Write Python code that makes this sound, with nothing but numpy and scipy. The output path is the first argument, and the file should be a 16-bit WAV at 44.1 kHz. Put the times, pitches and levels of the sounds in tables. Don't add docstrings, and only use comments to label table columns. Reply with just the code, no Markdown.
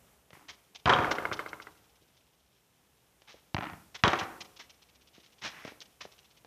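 import sys
import numpy as np
from scipy import signal
from scipy.fft import rfft
from scipy.io import wavfile

SR = 44100
rng = np.random.default_rng(int(sys.argv[2]) if len(sys.argv) > 2 else 0)


def wav_record(signal):
    frames = np.transpose(np.atleast_2d(signal))
    bounded = np.clip(frames, -1, 1)
    quanta = np.round(bounded * 32767).astype(np.int16)
    wavfile.write(sys.argv[1], SR, quanta)


N = 284886


def amp(db):
    return 10 ** (np.asarray(db) / 20)


def unit_rms(x):
    return x / np.sqrt(np.mean(x ** 2) + 1e-20)


def unit_peak(x):
    return x / np.max(abs(x))


def seconds(length):
    return np.arange(int(length * SR)) / SR


def decay(t, t60):
    return np.exp(-np.log(1000) * t / t60)


def add(mix, start_s, sound):
    part = mix[max(round(start_s * SR), 0):][:len(sound)]
    part += sound[:len(part)]


def at_frequency(points, hz):
    known_hz, value = np.transpose(points)
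    return np.interp(np.log(hz + 1), np.log(known_hz), value)


def click(spectrum, tilt_db=0, size=2048):
    hz = abs(np.fft.fftfreq(size, 1 / SR))
    octaves = np.log2(np.clip(hz, 400, 4000))
    log_gain = np.log(amp(at_frequency(spectrum, hz) + tilt_db * octaves))
    pulse = np.fft.ifft(np.exp(np.conj(signal.hilbert(log_gain)))).real
    return pulse / np.linalg.norm(pulse)


def colour(x, spectrum, tilt_db=0):
    return signal.fftconvolve(x, click(spectrum, tilt_db))[:len(x)]


def ring(modes, t, signs=1):
    hz, db, t60 = np.transpose(modes)[:, :, None]
    return np.sum(signs * amp(db) * decay(t, t60) * np.sin(2 * np.pi * hz * t), axis=0)


def grains(count, per_s, spread_db):
    size = amp(spread_db * np.minimum(rng.exponential(1, count), 3))
    return unit_rms(size * rng.choice([-1, 1], count) * (rng.random(count) < per_s / SR))


# frequency in Hz, level in dB.
AIR_SPECTRUM = [(15, -54.5), (25, -20), (32, -11.5), (63, 3.5), (87, -6.5), (134, -2.5), (322, -9),
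                (432, -7), (563, -10), (697, -9.5), (1220, -14), (2940, -19), (4380, -26.5), (6190, -20.5),
                (14500, -21.5)]
# time in seconds, level in dB.
AIR_ENVELOPE = [(0, -62.5), (.15, -64), (.23, -67.5), (1.9, -67), (2.45, -70.5), (3.2, -67.5),
                (6.46, -66.5)]


def air():
    gain = amp(np.interp(np.arange(N) / SR, *np.transpose(AIR_ENVELOPE)))
    return gain * colour(rng.standard_normal(N), AIR_SPECTRUM)


def hiss_burst(start_s=0.331, db=-61.5, t60=.7):
    out, t = np.zeros(N), seconds(0.59)
    add(out, start_s, amp(db) * decay(t, t60) * rng.standard_normal(len(t)))
    return out


ECHO_DELAYS = [.0207, .036, .041, .063, .0795, .0865, .095, .108, .123, .153, .188]
# frequency in Hz, level in dB.
ECHO_SPECTRUM = [(50, -15), (150, -15), (300, 4), (600, 0.5), (1500, -1), (2600, -0.5), (4000, -7),
                 (7000, -5), (14000, -13)]
# frequency in Hz, t60 in seconds.
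REVERB_TIMES = [(80, 0.94), (500, 0.52), (1500, 0.55), (2500, 0.44), (4500, .4), (10000, 0.34)]


def court(x, echo_db, tail_db, fade_db_per_s=79):
    t, echoes = seconds(1), np.zeros(SR)
    for delay in ECHO_DELAYS:
        smear = 0.11 * rng.standard_normal(SR) * decay(t, .018)
        smear[0] += .8
        add(echoes, delay, amp(-7 - fade_db_per_s * delay) * smear)
    hz, when, bands = signal.stft(grains(SR, per_s=2000, spread_db=2), SR, nperseg=256)
    t60 = at_frequency(REVERB_TIMES, hz)[:, None]
    tail = signal.istft(bands * decay(when, t60), SR, nperseg=256)[1][:SR]
    tail *= 1 - np.exp(-(t / 0.12) ** 2)
    tone = click(ECHO_SPECTRUM)
    response = amp(echo_db) * echoes + amp(tail_db) * tail / np.linalg.norm(tail)
    response = signal.fftconvolve(response, tone / np.max(abs(rfft(tone))))
    return x + signal.fftconvolve(x, response)[:N]


# frequency in Hz, level in dB.
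PANEL_ECHO_SPECTRUM = [(40, -7.5), (90, -1.5), (320, 1), (500, -27), (1500, -12), (2500, -24.5),
                       (5000, -43.5), (14000, -59)]
# delay in seconds, gain in dB.
PANEL_ECHOES = [(0.038, -6), (0.088, -22), (.178, -14.5), (.189, -18)]


def panel_echoes(x):
    out = np.zeros(N)
    dull = colour(x, PANEL_ECHO_SPECTRUM) / np.max(abs(rfft(click(PANEL_ECHO_SPECTRUM))))
    for delay, db in PANEL_ECHOES:
        add(out, delay, amp(db) * dull)
    return out


def slat_scatter(x, rise_s=.11, t60=0.31, band_hz=(900, 2300)):
    t = seconds(.6)
    echoes = rng.standard_normal(len(t)) * decay(t, t60) * (1 - np.exp(-(t / rise_s) ** 4))
    band = signal.butter(2, band_hz, "bandpass", fs=SR, output="sos")
    response = signal.sosfilt(band, echoes / np.linalg.norm(echoes))
    return amp(-1) * signal.fftconvolve(x, response)[:N]


# start and end in seconds, first and last level in dB.
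BALL_ROLLS = [(1.717, 2.35, -69.5, -83), (4.896, 5.42, -65.5, -64), (6.127, 6.398, -60.5, -64.5)]


def seam_ticks(gap_s=.0617, jitter_s=0.0016, spread_db=2.5, length_s=0.019, scrape_db=-19.5):
    rows = []
    for start, end, start_db, end_db in BALL_ROLLS:
        for s in np.arange(start, end, gap_s):
            late, harder = rng.standard_normal(2)
            db = np.interp(s, [start, end], [start_db, end_db]) + spread_db * harder
            rows.append((s + jitter_s * late, db, length_s, scrape_db))
    return rows


# first landing and end in seconds, level in dB.
FENCE_REBOUNDS = [(1.118, 1.7, -35.5), (4.196, 4.87, -36)]
LANDING_DROPS = [0, -4, -18.5, -18.5, -24]


def landings(first_hop_s=.218, hop_loss=.283, loss_easing=.52, length_s=.018, scrape_db=-6):
    rows = []
    for s, end, db in FENCE_REBOUNDS:
        hop = first_hop_s
        for k, drop_db in enumerate(LANDING_DROPS):
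            if s < end:
                rows.append((s, db + drop_db, length_s, scrape_db + drop_db))
            s += hop
            hop *= 1 - hop_loss * loss_easing ** k
    return rows


# middle in seconds, level in dB,
# length in seconds, low scrape in dB relative to the grit.
TURF_SCUFFS = [(0.355, -77.5, 0.066, 17), (2.177, -68.5, .025, -15), (3.294, -58, 0.045, 1),
               (3.322, -61.5, 0.041, -11.5), (3.376, -69, 0.04, 2), (4.606, -48.5, 0.032, -3),
               (5.164, -62.5, 0.041, -4), (5.243, -61, 0.028, -9), (5.433, -48.5, 0.035, 1),
               (5.461, -38.5, 0.047, -0.5), (5.597, -62, 0.18, 9.5), (5.652, -46.5, 0.01, -8),
               (5.684, -54.5, 0.04, 0.5), (6.043, -57, 0.025, -4)]
BALL_BOUNCES = [(0.498, -46, 0.03, -2.5), (0.758, -47.5, 0.022, -22), (3.956, -43, 0.023, -4.5),
                (5.82, -47, 0.018, -26), (6.016, -44.5, 0.02, -2)]
# frequency in Hz, level in dB.
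GRIT_SPECTRUM = [(100, -22), (800, -6.5), (1700, -11.5), (2400, -1), (3200, 1.5), (4000, -1), (4700, -4.5),
                 (5500, -1.5), (6500, -7.5), (7100, -17), (9500, -32), (14000, -36)]
SCRAPE_SPECTRUM = [(40, -14.5), (150, -6), (560, -11), (1000, -3), (1450, -3), (2150, 0.5), (3000, -11),
                   (6000, -38.5), (14000, -51.5)]


def sand(floor_db=-76.5, echo_s=.04, echo_db=-14.5):
    t, light, heavy = np.arange(N) / SR, np.zeros(N), np.zeros(N)
    for middle, db, length, scrape_db in TURF_SCUFFS + BALL_BOUNCES + landings() + seam_ticks():
        u = np.clip((t - middle) / length, -5, 5)
        stroke = amp(db) * np.exp(-np.where(u < 0, abs(u / 0.44) ** 5, abs(u / 0.56) ** 1.8))
        light += stroke
        heavy += stroke * amp(scrape_db)
    knots = np.arange(0, N / SR, 1 / 40)
    clumps = amp(1.7 * np.interp(t, knots, rng.standard_normal(len(knots))))
    light += amp(floor_db) * unit_rms(clumps)
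    grit = colour(light * grains(N, per_s=2600, spread_db=3.5), GRIT_SPECTRUM)
    scrape = colour(heavy * grains(N, per_s=5200, spread_db=2), SCRAPE_SPECTRUM)
    out = grit + scrape
    add(out, echo_s, amp(echo_db) * out)
    return out


# start in seconds, peak in dB, tilt in dB per octave.
SOFT_TAPS = [(0.306, -38.5, 4.5), (2.021, -54.5, -16), (3.220, -41, 7.5), (3.343, -43, -6),
             (5.181, -45.5, -11), (5.651, -32, -6), (5.678, -30.5, 0.5), (5.721, -38.5, -0.5),
             (5.805, -33.5, 29), (6.053, -34, -1.5), (6.448, -38, 3)]
# frequency in Hz, level in dB.
TAP_SPECTRUM = [(30, -24.5), (100, -5.5), (220, -2), (380, -2.5), (650, 0.5), (1100, -11), (2200, -16),
                (4000, -24), (6500, -31.5), (8000, -46), (14000, -66.5)]


def taps(settle_s=0.053, pat_tilt_db=4):
    out, t = np.zeros(N), seconds(settle_s)
    bounces = BALL_BOUNCES + landings()
    pats = [(middle - .28 * length, db + 1, pat_tilt_db) for middle, db, length, _ in bounces]
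    for s, db, tilt_db in SOFT_TAPS + pats:
        contact = 0.058 * rng.standard_normal(len(t)) * decay(t, settle_s)
        contact[0] = 1
        add(out, s, amp(db) * unit_peak(colour(contact, TAP_SPECTRUM, tilt_db)))
    return out


# frequency in Hz, level in dB, t60 in seconds.
SLAT_MODES = [(321, -13, 0.031), (414, -17.5, 0.036), (1010, -28, 0.026), (1323, 8.5, 0.0041),
              (1440, -6, 0.0091), (2110, -12.5, 0.021), (2870, -8.5, 0.0046)]
# frequency in Hz, level in dB.
SHAKEN_SPECTRUM = [(60, -37), (200, -31), (330, 4), (600, 1.5), (1100, 4), (1450, 2), (2200, -14),
                   (3200, -12.5), (7000, -29), (14000, -30)]


def loose_slat(start_s=1.0447, swing_s=.0694, count=10, fade_db=18, limp_db=2):
    out, t = np.zeros(N), seconds(.12)
    for k in range(count):
        db = -17.5 - fade_db * (k / (count - 1)) ** 2 - limp_db * (-1) ** k
        clack = ring(SLAT_MODES, t * rng.uniform(0.917, 1.02)) * (1 - np.exp(-(t / 0.0016) ** 2))
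        shaken = colour(rng.standard_normal(len(t)) * decay(t, 0.13), SHAKEN_SPECTRUM)
        add(out, start_s + swing_s * k, amp(db) * (unit_peak(clack) + amp(-8.5) * unit_peak(shaken)))
    return signal.sosfilt(signal.butter(2, 520, "highpass", fs=SR, output="sos"), out)


# start and length in seconds, initial level in dB,
# tilt in dB per octave.
BOARD_CLATTERS = [(0.954, 0.08, -19, -1.5), (4.085, .095, -23, 5.5)]


def lesser_knocks(count=4, fade_db_per_s=69.5, spread_db=1.5, t60=.035, clank_db=-13):
    rows = []
    for start, length, db, tilt_db in BOARD_CLATTERS:
        delays = length * (np.arange(count) + rng.random(count)) / count
        levels = db - fade_db_per_s * delays + spread_db * rng.standard_normal(count)
        rows += [(s, level, tilt_db, t60, clank_db) for s, level in zip(start + delays, levels)]
    return rows


# start in seconds, board's peak in dB, tilt in dB per octave,
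# t60 in seconds, steel clank in dB relative to the board.
LOUD_KNOCKS = [(0.857, -21.5, 1, 0.03, -2), (0.895, -7.5, 1.5, .02, -11.5), (0.8993, -11, 0, .063, -19),
               (0.9255, -11, -1, 0.064, -35.5), (0.9346, -14.5, 3, 0.052, -1), (0.987, -15, -3, 0.03, -27),
               (1.315, -22.5, -5.5, .02, -32), (4.049, -17, 0, 0.044, -3.5),
               (4.0718, -21, -16, 0.064, -37.5), (4.079, -17.5, 10, 0.02, -6),
               (4.132, -13.5, 0.5, 0.051, -34), (4.2104, -24, 3, 0.14, -33)]
# frequency in Hz, level in dB.
BOARD_SPECTRUM = [(40, -32.5), (100, -5.5), (220, -8.5), (400, -5), (700, -2), (1000, 1), (1300, 1),
                  (1700, -6.5), (2400, -12), (3300, -23), (4500, -27), (6200, -31), (8000, -44.5),
                  (14000, -61.5)]
# frequency in Hz, level in dB, t60 in seconds.
STEEL_MODES = [(2840, -6.5, 0.045), (3084, 0, 0.051), (3262, -1.5, 0.034), (3355, -6, .07),
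               (3740, -6.5, 0.057)]


def board_knocks():
    out, t = np.zeros(N), seconds(.15)
    for s, db, tilt_db, t60, clank_db in LOUD_KNOCKS + lesser_knocks():
        contact = rng.choice([-1, 1], len(t)) * decay(t, t60)
        contact[0] += 5
        board = colour(contact, BOARD_SPECTRUM, tilt_db)
        detune = rng.uniform(0.95, 1.03)
        steel = ring(STEEL_MODES, t * detune, rng.choice([-1, 1], (len(STEEL_MODES), 1)))
        add(out, s, amp(db) * (unit_peak(board) + amp(clank_db) * unit_peak(steel)))
    return out


# start in seconds, slap and thump in dB, slap tilt in dB per octave,
# chatter in dB, its t60 in seconds, its tilt in dB per octave, panel ring in dB.
FENCE_SLAMS = [(0.8573, -21, -21.5, 1.5, -22.5, 1.07, -0.5, -17),
               (4.0377, -1.5, -16.5, 1.5, -22.5, 0.46, 1.5, -33.5)]
# frequency in Hz, level in dB, t60 in seconds.
PANEL_MODES = [(97, -10, 0.48), (116.5, -14.5, 0.68), (147, -3, 0.48), (346, -13.5, 1), (403.5, -12.5, 1),
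               (485, -8.5, 0.53), (534, -7.5, 1), (725, -7.5, 1), (740, -3.5, 0.68), (798, -5, 0.44),
               (878, -5.5, 0.61), (996, 1, 0.49), (1058, -0.5, .6), (1054, -1, 0.53), (1220, -0.5, 0.62),
               (1320, -7.5, 0.76)]


def struck_panel():
    out, t = np.zeros(N), seconds(1.6)
    for s, *_, chatter_db, t60, tilt_db, panel_db in FENCE_SLAMS:
        chatter = grains(len(t), per_s=1200, spread_db=1.5) * decay(t, t60) * (1 - np.exp(-t / 0.0034))
        add(out, s, amp(chatter_db) * colour(chatter, BOARD_SPECTRUM, tilt_db))
        signs = rng.choice([-1, 1], (len(PANEL_MODES), 1))
        panel = ring(PANEL_MODES, t, signs) * (1 - np.exp(-t / 0.052))
        add(out, s, amp(panel_db) * unit_peak(panel))
    return out


def shudder(relative_db=-23, cutoff_hz=170, t60=1.8):
    out, t = np.zeros(N), seconds(1.5)
    lowpass = signal.butter(2, cutoff_hz, fs=SR, output="sos")
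    for s, *_, panel_db in FENCE_SLAMS:
        sway = unit_rms(signal.sosfilt(lowpass, rng.standard_normal(len(t))))
        add(out, s, amp(panel_db + relative_db) * sway * decay(t, t60))
    return out


# start in seconds, slap and thump in dB, slap tilt in dB per octave.
BALL_KICKS = [(0.3318, -36.5, -49.5, -3), (3.5459, -12.5, -22, -1)]
# frequency in Hz, level in dB.
SLAP_SPECTRUM = [(40, -21), (120, -3), (300, 3), (480, -8), (750, 2.5), (1300, 1), (2600, -2.5),
                 (4000, -7.5), (6200, -18.5), (7300, -38.5), (14000, -45.5)]
THUMP_SPECTRUM = [(30, -26), (60, -4.5), (95, 0.5), (160, -2), (230, -7), (330, -8.5), (500, -18),
                  (1200, -47), (6000, -81)]
# frequency in Hz, level in dB, t60 in seconds.
SHELL_MODES = [(250, -7, 0.023), (393, -4.5, 0.018), (630, 1, 0.02), (812, -4, 0.0028), (1142, -3, .012)]


def ball(s, slap_db, thump_db, tilt_db):
    out = np.zeros(N)
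    add(out, s, amp(slap_db) * unit_peak(click(SLAP_SPECTRUM, tilt_db)))
    add(out, s, amp(thump_db) * unit_peak(click(THUMP_SPECTRUM, size=4096)))
    add(out, s + .002, amp(thump_db) * unit_peak(ring(SHELL_MODES, seconds(.1))))
    return out


def skin_crumple():
    out, t = np.zeros(N), seconds(.08)
    for s, _, thump_db, tilt_db, *_ in BALL_KICKS + FENCE_SLAMS:
        skin = colour(rng.standard_normal(len(t)) * decay(t, 0.018), SLAP_SPECTRUM, tilt_db)
        add(out, s, amp(thump_db + 4) * unit_peak(skin))
    return out


def scene():
    kicks = sum(ball(*row) for row in BALL_KICKS)
    slams = sum(ball(*row[:4]) for row in FENCE_SLAMS)
    bumps = panel_echoes(kicks + amp(-1) * slams)
    kicks = court(kicks, echo_db=8.5, tail_db=-7.5) + slat_scatter(kicks)
    fence = court(slams + struck_panel() + board_knocks() + shudder(), echo_db=-6, tail_db=-15.5)
    slat = court(loose_slat(), echo_db=-11, tail_db=-23.5)
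    turf = court(sand() + taps(), echo_db=-10, tail_db=-24.5)
    return (kicks + skin_crumple() + bumps + fence + slat + turf + air() + hiss_burst())[None]


def record(dry, low_hz=52, high_hz=14750, follow_s=.05):
    heard = signal.sosfilt(signal.butter(3, low_hz, "highpass", fs=SR, output="sos"), dry)
    pole = np.exp(-1 / (follow_s * SR))
    loudness = np.sqrt(signal.lfilter([1 - pole], [1, -pole], heard[0] ** 2))
    swell = signal.lfilter([1 - pole], [1, -pole], loudness / (loudness + amp(-40.5)))
    hiss = amp(-56.5) * swell * rng.standard_normal(N)
    lowpass = signal.firwin(801, high_hz, window=("kaiser", 8), fs=SR)
    return signal.oaconvolve(heard + hiss, lowpass[None], "same")


dry = scene()
out = record(dry)
wav_record(out)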